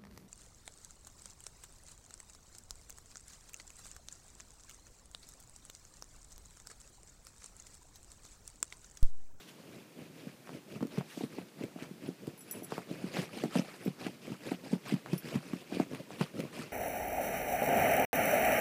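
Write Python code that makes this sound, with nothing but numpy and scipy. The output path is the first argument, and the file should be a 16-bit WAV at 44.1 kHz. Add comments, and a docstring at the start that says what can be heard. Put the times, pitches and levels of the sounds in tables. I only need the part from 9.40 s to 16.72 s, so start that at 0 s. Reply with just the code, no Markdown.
"""A quiet bedroom: a dog digs at the sheets with both front paws, close to a phone; a hand brushes the pillow.
Strokes are random slips and snapping folds coloured as cloth, over noise coloured as shifting stuffing.
Thumps are short sagging tones with a mattress boom; snags are damped plucks with a crackle.
Now and then two metal collar tags clink as sums of fluttering sines.
The knocks get a short room tail; steady coloured noise is the room tone."""
import sys
import numpy as np
from scipy import signal
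from scipy.fft import rfft, irfft, next_fast_len
from scipy.io import wavfile
from scipy.ndimage import uniform_filter1d, map_coordinates

SR = 44100
rng = np.random.default_rng(int(sys.argv[2]) if len(sys.argv) > 2 else 0)


def wav_out(sig):
    """Save sig, one row per channel (or a flat mono array), as 16-bit PCM at SR to the path in sys.argv[1]."""
    wavfile.write(sys.argv[1], SR, np.round(np.clip(np.atleast_2d(sig).T, -1, 1) * 32767).astype(np.int16))


N = 322812


def amp(db):
    """Gain of a level in dB."""
    return 10 ** (np.asarray(db) / 20)


def unit(x):
    """x at rms 1."""
    return x / np.sqrt(np.mean(x ** 2) + 1e-20)


def filtered(x, response):
    """x through a response given as a function of frequency in Hz."""
    m = next_fast_len(N + SR // 2)
    return irfft(rfft(x, m) * response(np.fft.rfftfreq(m, 1 / SR)), m)[:N]


def coloured(x, points):
    """x shaped by (frequency [Hz], gain [dB]) points, at rms 1."""
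    point_hz, point_db = np.transpose(points)

    def response(hz):
        return amp(np.interp(np.log(hz + 1), np.log(point_hz + 1), point_db))

    return unit(filtered(x, response))


def wobble(knots_per_s, count=N):
    """A smooth random curve of count samples."""
    knots = rng.standard_normal(int(count * knots_per_s / SR) + 4)
    return map_coordinates(knots, [np.arange(count) * knots_per_s / SR])


def add(track, start_s, sound):
    """Mixes a sound into the track from start_s."""
    part = track[round(start_s * SR):][:len(sound)]
    part += sound[:len(part)]


def strokes():
    """Threads slip and folds snap under the pads; the same push makes the stuffing shift in lumps."""
    # paw strokes: (start [s], length [s], drag on cloth before growth [dB], stuffing before growth [dB])
    paw_strokes = [(0.173, 0.023, -59.5, -51.5), (0.263, 0.14, -59.5, -52), (0.589, 0.056, -57, -43),
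                   (0.762, 0.13, -57, -51), (1.064, 0.1, -56, -46.5), (1.289, 0.065, -57, -43.5),
                   (1.412, 0.039, -61, -47), (1.526, 0.059, -48.5, -43), (1.918, 0.08, -54.5, -45),
                   (2.19, 0.046, -53.5, -42.5), (2.39, 0.055, -52.5, -46.5), (2.63, 0.034, -55.5, -42.5),
                   (2.832, 0.064, -57.5, -44), (3.086, 0.1, -53.5, -47.5), (3.31, 0.064, -47, -48),
                   (3.492, 0.035, -51, -42), (3.57, 0.11, -50.5, -42), (3.739, 0.089, -42, -41.5),
                   (3.934, 0.12, -47.5, -44), (4.148, 0.026, -38.5, -42.5), (4.233, 0.12, -53, -55.5),
                   (4.416, 0.056, -51, -45.5), (4.605, 0.062, -47, -43), (4.826, 0.092, -54.5, -48),
                   (5.049, 0.061, -46, -44.5), (5.25, 0.087, -50, -43), (5.463, 0.062, -44.5, -43),
                   (5.666, 0.072, -50, -47), (5.853, 0.095, -45.5, -42), (6.037, 0.18, -53.5, -49.5),
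                   (6.321, 0.083, -46.5, -41), (6.507, 0.064, -52.5, -42.5), (6.714, 0.047, -52.5, -50.5),
                   (6.796, 0.019, -43, -46.5), (6.958, 0.077, -52.5, -38.5), (7.149, 0.091, -46.5, -43.5)]
    # sheet rustling between strokes: (time [s], level [dB])
    settling = [(0, -73), (2.6, -68.5), (7.32, -64.5)]
    # cloth spectrum: (frequency [Hz], density [dB per Hz])
    cloth = [(400, -2), (800, -9.5), (1860, -7.5), (2470, -3), (3670, -12), (4860, -10.5), (6280, -16.5),
             (10000, -19), (16000, -30.5)]
    # stuffing spectrum: (frequency [Hz], density [dB per Hz])
    mattress = [(60, -9), (130, 2), (190, -0.5), (350, -4.5), (620, -11), (1000, -45.5)]
    drag_grows_db, load_grows_db = 3.5, 3.5  # sheet bunches up, stuffing packs harder
    rest_load_db = -65  # stuffing between strokes
    judder_db, lumps_db = 1.5, 2.8

    _, _, drag_db, load_db = np.transpose(paw_strokes)
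    settling_db = np.interp(np.arange(N) / SR, *np.transpose(settling))
    drag = pushes(paw_strokes, drag_db, drag_grows_db, settling_db)
    load = pushes(paw_strokes, load_db, load_grows_db, rest_load_db)
    judder = amp(judder_db * wobble(35))  # the paw sticks and lets go
    lumps = amp(lumps_db * wobble(45))

    threads = patchy(grit(1800, spread_db=2.1, hiss=1.1), depth_db=3)
    weave = coloured(threads, cloth) + 0.62 * creases(count=1800)
    stuffing = coloured(grit(300, spread_db=2.5, hiss=1.1), mattress)
    return judder * (drag * weave + load * lumps * stuffing)


def pushes(rows, levels_db, grows_db, rest_db):
    """Gain over time: each push bears down, grows by grows_db and lifts off, over a resting level."""
    dig_in_s, lift_s = 0.022, 0.037  # time constants
    power, t = np.zeros(N) + amp(2 * rest_db), np.arange(N) / SR
    for (start_s, length_s, *_), db in zip(rows, levels_db):
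        first = max(0, round((start_s - 6 * dig_in_s) * SR))
        near = slice(first, round((start_s + length_s + 6 * lift_s) * SR))
        u = t[near] - start_s
        edges = np.exp(np.minimum(u, 0) / dig_in_s - np.maximum(u - length_s, 0) / lift_s)
        growth_db = grows_db * (np.clip(u / length_s, 0, 1) - 1.5)
        power[near] += (amp(db + growth_db) * edges) ** 2
    return np.sqrt(power)


def grit(slips_per_s, spread_db, hiss):
    """Random slips of very unequal size over a steady hiss."""
    hits = rng.random(N) < slips_per_s / SR
    sizes = amp(spread_db * np.minimum(rng.exponential(size=N), 4.5))
    slips = hits * rng.standard_normal(N) * sizes
    return unit(slips) + hiss * rng.standard_normal(N)


def patchy(x, depth_db):
    """Random patches of gain over pitch and time: folds of cloth come and go under the touch."""
    z = signal.stft(x, nperseg=256)[2]
    over_pitch = uniform_filter1d(rng.standard_normal(z.shape), size=5, axis=0)
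    field = uniform_filter1d(over_pitch, size=6, axis=1)
    return signal.istft(z * amp(depth_db * unit(field)), nperseg=256)[1][:N]


def creases(count):
    """Many small folds snap over at random, each with its own pitch, size and damping; rms 1."""
    out, t = np.zeros(N), np.arange(SR // 50) / SR
    for when, pitch, size, taut in rng.random((count, 4)):
        snap = pluck(450 * 11 ** pitch, t, cycles=1.14 + 7.0 * taut ** 2)
        add(out, when * N / SR, amp(-3 * np.log(size + 0.11)) * snap)
    return unit(out)


def pluck(hz, t, cycles):
    """A taut patch of sheet let go: a sine whose decay constant is given in cycles."""
    return np.sin(2 * np.pi * hz * t) * np.exp(-t * hz / cycles)


def thumps():
    """The paw dents the sheet for a few cycles, sagging in pitch; the mattress booms on below it."""
    # paws landing on the mattress: (crest [s], level [dB], nominal pitch [Hz])
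    landings = [(0.872, -34.5, 261), (1.364, -32.5, 189), (1.414, -32, 220), (1.429, -24.5, 220.2),
                (1.453, -34, 280), (1.584, -22.5, 210.5), (1.776, -32, 270), (1.811, -29.5, 290),
                (1.839, -24, 245), (1.986, -31, 312), (2.2121, -32, 232), (2.242, -28.5, 219),
                (2.362, -35, 308), (2.424, -33, 280), (2.513, -34.5, 220), (2.69, -27.5, 277),
                (2.878, -26, 334), (3.224, -36, 297), (3.324, -30, 342), (3.381, -28.5, 366),
                (3.513, -29.5, 302), (3.644, -29.5, 208), (3.769, -31, 306), (3.789, -27.5, 198),
                (3.97, -34, 266), (4.039, -20.5, 323), (4.058, -26.5, 203), (4.159, -20.5, 224),
                (4.171, -25, 267), (4.195, -22, 251), (4.463, -24.5, 278), (4.48, -24.5, 227),
                (4.667, -27.5, 293), (4.904, -32.5, 251), (4.921, -26.5, 210), (5.074, -31.5, 308),
                (5.119, -24, 284), (5.311, -41, 218), (5.334, -21, 208), (5.525, -22.5, 274),
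                (5.541, -21, 189), (5.734, -17.5, 204.6), (5.958, -17.5, 213), (6.136, -27, 231),
                (6.325, -30, 318), (6.371, -27.5, 305), (6.401, -17.5, 326), (6.535, -31.5, 291),
                (6.814, -20, 188.8), (6.994, -27.5, 216), (7.196, -30, 230)]
    settle_ratio = 0.759  # final pitch over nominal pitch
    boom_centre_hz, boom_t60_s = 160.2, 0.089  # each boom is tuned near the centre

    out, t = np.zeros(N), np.arange(SR // 8) / SR
    scuffs = signal.lfilter([1], [1, -.85], rng.standard_normal((len(landings), len(t))))
    shapes = rng.random((len(landings), 3))
    for (crest_s, db, hz), (turn, girth, depth), scuff in zip(landings, shapes, scuffs):
        rise_s = (1.05 + .5 * girth) / hz * (250 / hz)  # broad or low dents are slower
        u = t / rise_s
        dent = (u * np.exp(1 - u)) ** 3.9

        sag = 1.113 * depth * hz * rise_s * (1 - np.exp(-u))
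        phase = 2 * np.pi * (settle_ratio * hz * t + sag + turn)
        tone = np.sin(phase) + 0.28 * np.sin((1.462 + girth) * phase)

        boom_hz = boom_centre_hz * (0.876 + 0.314 * depth)
        boom_gain = 0.85 * (230 / hz) ** 1.04
        boom_envelope = (1 - np.exp(-u * u)) * amp(-60 * t / boom_t60_s)
        boom = boom_gain * boom_envelope * np.sin(2 * np.pi * (boom_hz * t + depth))

        pads = 0.029 * dent ** 2 * scuff  # the pads scuff the cloth as they land
        add(out, crest_s - rise_s, amp(db) * (dent * tone + boom + pads))
    return out


def snags():
    """A claw plucks a thread free: a cycle or two of the taut sheet and a brief crackle."""
    # claws catching the weave: (time [s], level [dB], pluck pitch [Hz])
    catches = [(1.074, -30, 1500), (1.093, -27, 1040), (1.4076, -29, 930), (1.4272, -25, 680),
               (1.4707, -45.5, 7500), (1.575, -28, 900), (1.61, -24.5, 704), (2.2372, -30.5, 2750),
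               (2.389, -34, 895), (2.871, -34.5, 4040), (3.3217, -18, 834), (3.3802, -20, 1020),
               (3.7697, -19, 1200), (3.8376, -28, 696), (4.0382, -26, 2700), (4.155, -18.5, 1100),
               (4.667, -30, 2400), (5.056, -33, 2500), (5.115, -32.5, 1520), (5.3292, -32, 890),
               (5.661, -24, 1200), (5.7444, -47, 10300), (5.9545, -27.5, 2030), (6.134, -27.5, 1300),
               (6.399, -22.5, 1120), (6.549, -25, 2470), (6.706, -28, 686), (6.8119, -16, 1110),
               (7.0042, -23, 2560), (7.1912, -31.5, 4020)]
    crackle_1khz_db, crackle_db_per_octave = -30, 9.5  # finer threads crackle more
    crackle_t60_s = 0.0074

    out, t = np.zeros(N), np.arange(SR // 40) / SR
    noises = rng.standard_normal((len(catches), len(t)))
    for (start_s, db, hz), noise in zip(catches, noises):
        crackle_db = min(crackle_1khz_db + crackle_db_per_octave * np.log2(hz / 1000), 0)
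        crackle = amp(crackle_db - 60 * t / crackle_t60_s) * signal.lfilter([1], [1, -.6], noise)
        add(out, start_s, amp(db) * (pluck(hz, t, cycles=0.38) + crackle))
    return out


def collar():
    """Each clink rings both tags at new strengths until they fall back on the fur; they flutter as they swing."""
    # collar clinks: (time [s], level [dB], share of the large tag [0-1], ring decay constant [ms])
    clinks = [(2.674, -52.5, 0.36, 6), (2.977, -50.5, 0.28, 36), (3.007, -48, 0.6, 14),
              (3.075, -61, 0.2, 58), (3.1113, -33.5, 0.8, 10), (3.122, -44.5, 0.1, 11),
              (3.153, -51, 0.5, 40), (3.232, -46, 0.7, 12), (3.2457, -39, 0.6, 5.6), (4.416, -63, 0.3, 25),
              (4.4358, -47, 0.2, 3.9), (4.45, -49, 0.8, 10), (5.752, -55, .02, 18), (5.779, -36, 0.63, 8)]
    # small tag modes: (frequency [Hz], mean level [dB])
    small_tag = [(10280, 0), (10460, -3), (10700, -10)]
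    # large tag modes: (frequency [Hz], mean level [dB])
    large_tag = [(5465, -19), (5920, -13), (7755, -13), (11870, -10), (12060, -13), (14190, -4)]

    out, t = np.zeros(N), np.arange(SR // 4) / SR

    def ring(tag):
        """Sum of the tag's modes, each with a random strength and flutter."""
        total = np.zeros(len(t))
        for hz, db in tag:
            flutter_db = 5 * wobble(130, count=len(t))
            total += amp(db + rng.normal(0, 2.5) + flutter_db) * np.sin(2 * np.pi * hz * t)
        return total

    for start_s, db, share, decay_ms in clinks:
        share = np.clip(share, 0, 1)
        free = (1 - np.exp(-t / 0.0005)) * np.exp(-1000 * t / decay_ms)
        tags = (1 - share) * ring(small_tag) + share * ring(large_tag)
        tick_db = 0.5 * (db + 24) - 60 * t / 0.012  # harder knocks tick more
        tick = amp(tick_db) * np.diff(rng.standard_normal(len(t) + 1))
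        add(out, start_s, amp(db) * (free * tags + tick))
    return out


def hand():
    """A light, bright swish of skin over the pillowcase: slips and hiss in patches."""
    # hand brushes: (start [s], length [s], level [dB])
    brushes = [(0.004, 0.012, -56), (0.088, 0.0069, -56.5), (1.7, 0.14, -54.5)]
    # pillowcase spectrum: (frequency [Hz], density [dB per Hz])
    pillow = [(900, 1), (3000, 3.5), (14000, -10.5)]
    touch = pushes(brushes, np.transpose(brushes)[2], grows_db=0, rest_db=-120)
    swish = patchy(grit(2500, spread_db=2.5, hiss=2.0), depth_db=3.0)
    return touch * coloured(swish, pillow)


def bedroom(x):
    """A short soft tail from a furnished room: noise after 4 ms, falling 60 dB in 0.1 s."""
    t = np.arange(SR // 4) / SR
    tail = rng.standard_normal(len(t)) * amp(-60 * t / 0.1) * (t > .004)
    return signal.fftconvolve(x, tail / np.linalg.norm(tail))[:N]


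def room_tone():
    """Steady background noise of the room."""
    # room spectrum: (frequency [Hz], density [dB per Hz])
    spectrum = [(25, -28), (64, -32), (149, 0.5), (293, -2), (818, -16), (2760, -20), (14000, -28)]
    return amp(-58.5) * coloured(rng.standard_normal(N), spectrum)


def scene():
    """Knocks with their room tail, strokes, hand and room tone."""
    knocks = thumps() + snags() + collar()
    return (knocks + amp(-9) * bedroom(knocks) + strokes() + hand() + room_tone())[None]


def record(dry):
    """The phone microphone: two bass-cut stages beside a -18 dB direct path, and a hard band limit."""
    top_hz = 15350

    def bass_cut(hz, corner_hz, damping):
        """Second-order high-pass response."""
        return -hz ** 2 / (corner_hz ** 2 - hz ** 2 + 1j * damping * corner_hz * hz)

    def response(hz):
        steep = bass_cut(hz, 118, damping=0.96) * bass_cut(hz, 84.6, damping=2.02)
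        return (steep + amp(-18)) * (hz < top_hz)

    return filtered(dry[0], response)[None]


dry = scene()
out = record(dry)
wav_out(out)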